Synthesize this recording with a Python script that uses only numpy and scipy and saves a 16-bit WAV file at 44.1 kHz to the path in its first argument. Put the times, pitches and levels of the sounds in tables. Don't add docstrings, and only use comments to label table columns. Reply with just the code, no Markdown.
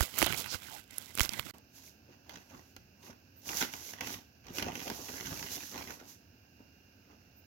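import sys
import numpy as np
from scipy import signal
from scipy.fft import rfft, irfft, next_fast_len
from scipy.io import wavfile
from scipy.ndimage import uniform_filter1d, map_coordinates

SR = 44100
rng = np.random.default_rng(int(sys.argv[2]) if len(sys.argv) > 2 else 0)


def store_wav(level_fs):
    pcm = np.round(np.clip(np.atleast_2d(level_fs), -1, 1) * 32767)
    wavfile.write(sys.argv[1], SR, pcm.T.astype(np.int16))


N = 328986
T = np.arange(N) / SR

# f/Hz, level/dB
FLAP_AT_PORT = [(25, -13), (90, -3), (170, -3.5), (300, 1), (520, -9.5), (850, -7), (1250, -13),
                (3000, -52)]
CRINKLE_AT_PORT = [(400, -6.5), (900, 2), (1280, -5), (1540, 5.5), (1780, -0.5), (2040, 5.5), (2250, 2.5),
                   (2600, 4.5), (3900, -5), (6300, 1.5), (8700, -29), (12000, -12.5)]
HISS_AT_PORT = [(1500, -16.5), (4300, -5.5), (6200, 2.5), (7400, -6.5), (8700, -21), (11800, -2),
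                (16000, -10.5)]
PUSH_DB_PER_S, SLIDE_DB_PER_S, SCRAPE_DB_PER_S = (431, 254), (363, 276), (295, 437)


def tunnel():
    push, crumple, slide = hand_strokes()
    flap = wall_flap(push)
    crinkle = coloured(slips(per_s=120, spread_db=2.8, smooth=0.6, life_s=0.0025), CRINKLE_AT_PORT)
    cloth = pockets(flap + crumple * amp(5.5) * crinkle)
    hiss = coloured(slips(per_s=490, spread_db=14, smooth=2.5, life_s=0.0015), HISS_AT_PORT)
    cloth += slide * amp(4) * hiss
    return at_ports(cloth + crease_snaps() + nail_zips() + billows())


def hand_strokes(stir_db=-13, settle_db=-83):
    # start/s, hold/s, flap level/dB, crinkle against the flap/dB
    pushes = [(1.528, 0.014, -54.5, -21), (2.095, 0.036, -62.5, -6), (2.3, 0.071, -56, -3.5),
              (2.517, 0.056, -59, -3), (3.036, 0.076, -57.5, -7), (3.493, 0.019, -45, -10.5),
              (3.611, 0.015, -45, 2.5), (3.724, 0.28, -63.5, 3), (4.025, 0.12, -51, -1.5),
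              (4.475, 0.1, -55.5, -3), (4.596, 0.032, -43, -2), (4.669, 0.017, -37.5, -10.5),
              (4.758, 0.073, -50.5, -0.5), (4.873, 0.032, -44.5, -5), (4.994, 0.06, -53, -9),
              (5.091, 0.54, -54, -2), (5.257, 0.11, -48.5, -9.5), (5.732, 0.081, -48, -1),
              (5.886, 0.028, -50, -4), (5.999, 0.042, -56.5, -8), (6.6, 0.034, -68, -12.5),
              (7.092, 0.035, -63, -10)]
    # start/s, hold/s, level/dB
    slides = [(1.76, 0.12, -59.5), (2.3, 0.41, -69), (3.05, 0.027, -60), (3.472, 0.14, -45),
              (3.57, 0.06, -40), (3.735, 0.17, -48.5), (4.065, 0.069, -47.5), (4.565, 0.021, -46),
              (4.76, 0.71, -49), (5.522, .04, -41.5), (5.6, 0.13, -48.5), (5.78, 0.16, -52.5),
              (6.09, 0.016, -53.5)]
    push = touches([(s, hold, db) for s, hold, db, _ in pushes], *PUSH_DB_PER_S)
    crumple = touches([(s, hold, db + extra) for s, hold, db, extra in pushes], *PUSH_DB_PER_S)
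    slide = touches(slides, *SLIDE_DB_PER_S) * amp(1.8 * wobble(22))
    crumple = np.sqrt(crumple ** 2 + (amp(stir_db) * slide) ** 2 + amp(settle_db) ** 2)
    return push, crumple, slide


def wall_flap(push):
    flutter = amp(1.5 + 1.1 * wobble(35))
    rustle = slips(per_s=120, spread_db=-2.5, smooth=0.81, life_s=0.0044)
    return push * flutter * coloured(rustle, FLAP_AT_PORT)


def crease_snaps(tick_db=-7, shake_db=-7.5):
    # t/s, level/dB, f/Hz
    creases = [(2.2948, -42, 3200), (2.765, -43.5, 1380), (3.4909, -34.5, 2920), (3.625, -26, 2180),
               (3.7373, -34, 2280), (3.936, -39.5, 1850), (4.009, -29.5, 2120), (4.072, -35.5, 800),
               (4.468, -47.5, 1010), (4.5842, -29, 2750), (4.6252, -28, 2920), (4.6755, -47, 780),
               (4.7546, -34, 2850), (4.8792, -36, 3200), (4.9008, -32, 900), (5.092, -40.5, 995),
               (5.209, -35.5, 2100), (5.395, -39.5, 2820), (5.427, -39.5, 2030), (5.906, -38.5, 1800)]
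    out = np.zeros((2, N))
    for s, db, hz in creases:
        colour = wrinkle(CRINKLE_AT_PORT, hz, peak_db=6, octaves=0.16)
        pop = snap(colour, life_s=0.0034, spike=0.13, build_s=0.00039)
        tick = snap(HISS_AT_PORT, life_s=0.0013, spike=0.94, build_s=0.00044)
        shake = snap(FLAP_AT_PORT, life_s=0.013, spike=0.46, build_s=0.00051)
        add(out, s, amp(db) * (pop + amp(tick_db) * tick + amp(shake_db) * shake))
    return out


def nail_zips(length_s=0.07, start_hz=13200, end_hz=16000):
    # t/s, level/dB
    zips = [(3.385, -50), (7.385, -53)]
    out = np.zeros((2, N))
    glide_hz = np.linspace(start_hz, end_hz, int(length_s * SR))
    for s, db in zips:
        hz = glide_hz + 150 * wobble(1060)[:len(glide_hz)]
        whistle = np.hanning(len(hz)) * np.sin(2 * np.pi * np.cumsum(hz) / SR)
        add(out[0], s, amp(db) * whistle)
    return out


def billows(top_hz=150, hold_s=0.038):
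    # t/s, level/dB
    gusts = [(2.78, -59.5), (4.45, -54.5), (4.895, -52), (5.27, -48)]
    air = unit(filtered(rng.standard_normal((2, N)), lambda hz: 1 / (1 + (hz / top_hz) ** 4)))
    return air * touches([(s, hold_s, db) for s, db in gusts], *PUSH_DB_PER_S)


def port_scrape():
    # t/s, level/dB, f/Hz, time to fade by 60 dB/s
    puffs = [(.008, -10.5, 66, 0.064), (.227, -35, 75, 0.32), (.2295, -12, 338, 0.018),
             (1.208, -9.5, 66, 0.035), (1.396, -30, 130, 0.035)]
    grip = [(1.322, -37.5, 217, 0.13)]
    drag = cloth_drag() + wrinkle_catches()
    leak = coloured(drag[1], [(240, 1.5), (1100, -2.5), (1520, -2), (2500, -2), (14000, 2)])
    left = amp(-15.5) * leak + thumps(grip)
    right = drag[0] + groan() + thumps(puffs)
    return np.array([left, right])


def cloth_drag():
    # start/s, hold/s, rasp level/dB, sizzle against the rasp/dB
    scrapes = [(0.0, 0.034, -41.5, 3), (0.06, 0.13, -57, 6), (0.199, 0.046, -38.5, 2),
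               (0.269, 0.077, -40.5, -7), (0.382, 0.025, -45, 5.5), (0.432, 0.046, -50, -3.5),
               (0.531, 0.021, -46, 2.5), (0.628, 0.17, -55, 1.5), (0.94, 0.17, -57.5, 1),
               (1.207, 0.044, -44, 3.5), (1.329, 0.067, -47, -1), (1.465, 0.046, -50.5, -0.5)]
    # start/s, hold/s, level/dB
    creep = (0.0, 1.6, -76)
    # f/Hz, level/dB
    rasp_colour = [(25, -14), (80, 4.5), (450, -4), (1250, -4.5), (1540, 0.5), (1760, -8.5), (2050, 1),
                   (2400, -4), (3200, -5.5), (16000, -26.5)]
    sizzle_colour = [(800, -53.5), (2800, -2), (5000, -2.5), (7800, -3), (8800, -10.5), (11500, -2),
                     (16000, -5.5)]
    rasp = touches([creep] + [(s, hold, db) for s, hold, db, _ in scrapes], *SCRAPE_DB_PER_S)
    rasp *= pockets(coloured(slips(per_s=240, spread_db=3.5, smooth=0.9, life_s=0.0013), rasp_colour))
    sizzle = touches([creep] + [(s, hold, db + up) for s, hold, db, up in scrapes], *SCRAPE_DB_PER_S)
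    sizzle *= amp(wobble(34.35))
    sizzle *= coloured(slips(per_s=530, spread_db=3.5, smooth=0.73, life_s=0.0019), sizzle_colour)
    ticks = touches([creep], *SCRAPE_DB_PER_S)
    ticks *= coloured(slips(per_s=45, spread_db=4, smooth=0, life_s=0.0003), sizzle_colour)
    return amp(6) * (rasp + sizzle) + amp(14.5) * ticks


def wrinkle_catches():
    # t/s, level/dB, f/Hz
    catches = [(.0082, -19.5, 1140), (.0324, -32, 6000), (.1808, -30.5, 1720), (0.1856, -23.5, 12500),
               (.1898, -22.5, 10400), (0.1963, -30, 12000), (0.2183, -19.5, 1740), (0.2271, -16, 950),
               (.2439, -26, 5300), (0.2625, -24, 2900), (0.2657, -23, 810), (0.3257, -26.5, 2120),
               (0.4609, -35, 1910), (0.9095, -45, 6100), (0.9828, -26, 11700), (1.153, -33, 10100),
               (1.1759, -30, 1900), (1.1861, -27, 2700), (1.1961, -19.5, 2240), (1.2065, -17.5, 1820),
               (1.2145, -23, 6100), (1.2327, -27.5, 6600), (1.2504, -28.5, 4550), (1.2587, -33.5, 1300),
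               (1.2927, -25.5, 5200), (1.335, -34.5, 4700), (1.3956, -24, 2450)]
    # f/Hz, level/dB
    crack_colour = [(200, 5), (1500, -4), (5500, -3), (8700, -8), (11500, -0.5), (16000, -7.5)]
    out = np.zeros((2, N))
    for s, db, hz in catches:
        colour = wrinkle(crack_colour, hz, peak_db=13, octaves=1)
        add(out, s, amp(db) * snap(colour, life_s=0.0011, spike=0.65, build_s=0.00044))
    return out


def groan():
    # middle/s, length/s, level/dB, f/Hz, width/Hz
    patches = [(0.521, 0.13, -36, 5100, 2600), (0.742, 0.13, -48.5, 790, 258)]
    out = np.zeros(N)
    for s, length, db, hz, width_hz in patches:
        tone = filtered(rng.standard_normal(N), lambda f: 1 / (1 + (2 * (f - hz) / width_hz) ** 2))
        swell = np.cos(np.pi * np.clip((T - s) / length, -0.5, 0.5)) ** 2
        out += amp(db) * unit(tone) * swell
    return out


def thumps(rows):
    out = np.zeros(N)
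    for s, db, hz, fade_s in rows:
        t = np.maximum(T - s, 0)
        out += amp(db - 60 * t / fade_s) * np.sin(2 * np.pi * hz * t)
    return out


def echo(x, fade_s=0.32):
    t = np.arange(SR // 3) / SR
    tail = rng.standard_normal((2, len(t))) * amp(-60 * t / fade_s)
    return signal.fftconvolve(x, tail / np.linalg.norm(tail[0]), axes=1)[:, :N]


def room_tone():
    # f/Hz, level/dB
    air_colour = [(25, -30.5), (86, 4), (150, -8), (250, -3.5), (430, -15.5), (750, -16), (1150, -27),
                  (1600, -13.5), (1950, -28), (2700, -12.5), (3300, -31.5), (5200, -18), (6600, -23.5),
                  (8400, -50.5), (13000, -26.5)]
    # f/Hz, level/dB
    tones = [(2446, -74), (2594, -86), (2794, -65.5), (5152, -86), (5523, -83)]
    # t/s, gain/dB
    whine_gain = [(6.0, -8.5), (6.8, 0.5), (7.15, -6)]
    air = amp(-59.5) * coloured(rng.standard_normal((2, N)), air_colour)
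    swell = amp(np.interp(T, *np.transpose(whine_gain)) + wobble(2.9))
    waver = wobble(5)
    air[0] += swell * sum(amp(db) * np.sin(2 * np.pi * hz * T + waver) for hz, db in tones)
    return at_ports(air)


def at_ports(pair, lead_s=0.000312, alike_hz=650):
    # f/Hz, gain/dB
    left_colour = [(300, -2.5), (700, -2), (1500, -5), (2100, -8.5), (4300, -3.5), (6200, -14.5),
                   (8700, 2.5), (12000, -8)]

    def shares(hz):
        likeness = 0.11 + 0.875 / (1 + (hz / alike_hz) ** 4)
        return np.sqrt([(1 + likeness) / 2, (1 - likeness) / 2])

    mid, side = filtered(pair, shares)
    left = filtered(mid + side, lambda hz: amp(along(left_colour, hz)) * np.exp(2j * np.pi * hz * lead_s))
    return np.array([left, mid - side])


def touches(rows, rise, fall):
    t = T[::32]
    start, hold, db = np.transpose(rows)[..., None]
    each = amp(db - rise * np.maximum(start - t, 0) - fall * np.maximum(t - start - hold, 0))
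    strength = np.interp(T, t, np.linalg.norm(each, axis=0))
    return np.array([strength, strength])


def slips(per_s, spread_db, smooth, life_s):
    sizes = amp(spread_db * np.minimum(rng.exponential(size=N), np.pi))
    sizes *= rng.random(N) < per_s / SR
    power = signal.lfilter([1], [1, -np.exp(-2 / (life_s * SR))], sizes ** 2)
    return unit(np.sqrt(power / power.mean() + smooth ** 2) * rng.standard_normal((2, N)))


def snap(colour, life_s, spike, build_s, size=4096):
    t = (np.arange(size) - size // 2) / SR
    shiver = rng.standard_normal((2, size)) * np.exp(-np.abs(t) / np.where(t < 0, build_s, life_s))
    shiver /= np.linalg.norm(shiver[0])
    shiver[0, size // 2] += spike
    sound = coloured(shiver, colour)
    return sound * np.sqrt(0.004 * SR) / np.linalg.norm(sound[0])


def wrinkle(colour, pitch_hz, peak_db, octaves):
    hz = np.geomspace(20, SR / 2, 256)
    hump_db = peak_db * np.exp(-(np.log2(hz / pitch_hz) / octaves) ** 2)
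    return np.transpose([hz, along(colour, hz) + hump_db])


def pockets(x, depth_db=3):
    spectra = signal.stft(x, nperseg=512)[2]
    drift = uniform_filter1d(rng.standard_normal(spectra.shape[1:]), size=5, axis=0)
    drift = uniform_filter1d(drift, size=7, axis=1)
    return signal.istft(spectra * amp(depth_db * unit(drift)), nperseg=512)[1][:, :N]


def coloured(x, points, size=4096):
    cepstrum = irfft(np.log(amp(along(points, np.fft.rfftfreq(size, 1 / SR)))))
    cepstrum[1:size // 2] *= 2
    cepstrum[size // 2 + 1:] = 0
    ring = irfft(np.exp(rfft(cepstrum)))
    ring /= np.linalg.norm(ring)
    return np.apply_along_axis(lambda row: signal.fftconvolve(row, ring)[:len(row)], -1, x)


def filtered(x, response):
    size = next_fast_len(N + SR // 4)
    return irfft(rfft(x, size) * response(np.fft.rfftfreq(size, 1 / SR)), size)[..., :N]


def add(track, s, sound):
    start = round(s * SR) - sound.shape[-1] // 2
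    sound = sound[..., max(-start, 0):]
    part = track[..., max(start, 0):][..., :sound.shape[-1]]
    part += sound[..., :part.shape[-1]]


def wobble(per_s):
    return map_coordinates(rng.standard_normal(int(N * per_s / SR) + 4), [T * per_s])


def along(points, hz):
    point_hz, values = np.transpose(points)
    return np.interp(np.log(hz + 1), np.log(point_hz), values)


def amp(db):
    return 10 ** (np.asarray(db) / 20)


def unit(x):
    return x / np.sqrt(np.mean(x ** 2) + 1e-20)


def scene():
    cloth = tunnel()
    return cloth + amp(-9) * echo(cloth) + port_scrape() + room_tone()


def record(dry, low_cut_hz=32, top_hz=16000):
    dropout = np.interp(T, [1.506, 1.514, 1.536, 1.542], [1, 0.02, 0.02, 1])
    return filtered(dry * dropout, lambda hz: (hz < top_hz) * (1j * hz / (low_cut_hz + 1j * hz)) ** 2)


dry = scene()
out = record(dry)
store_wav(out)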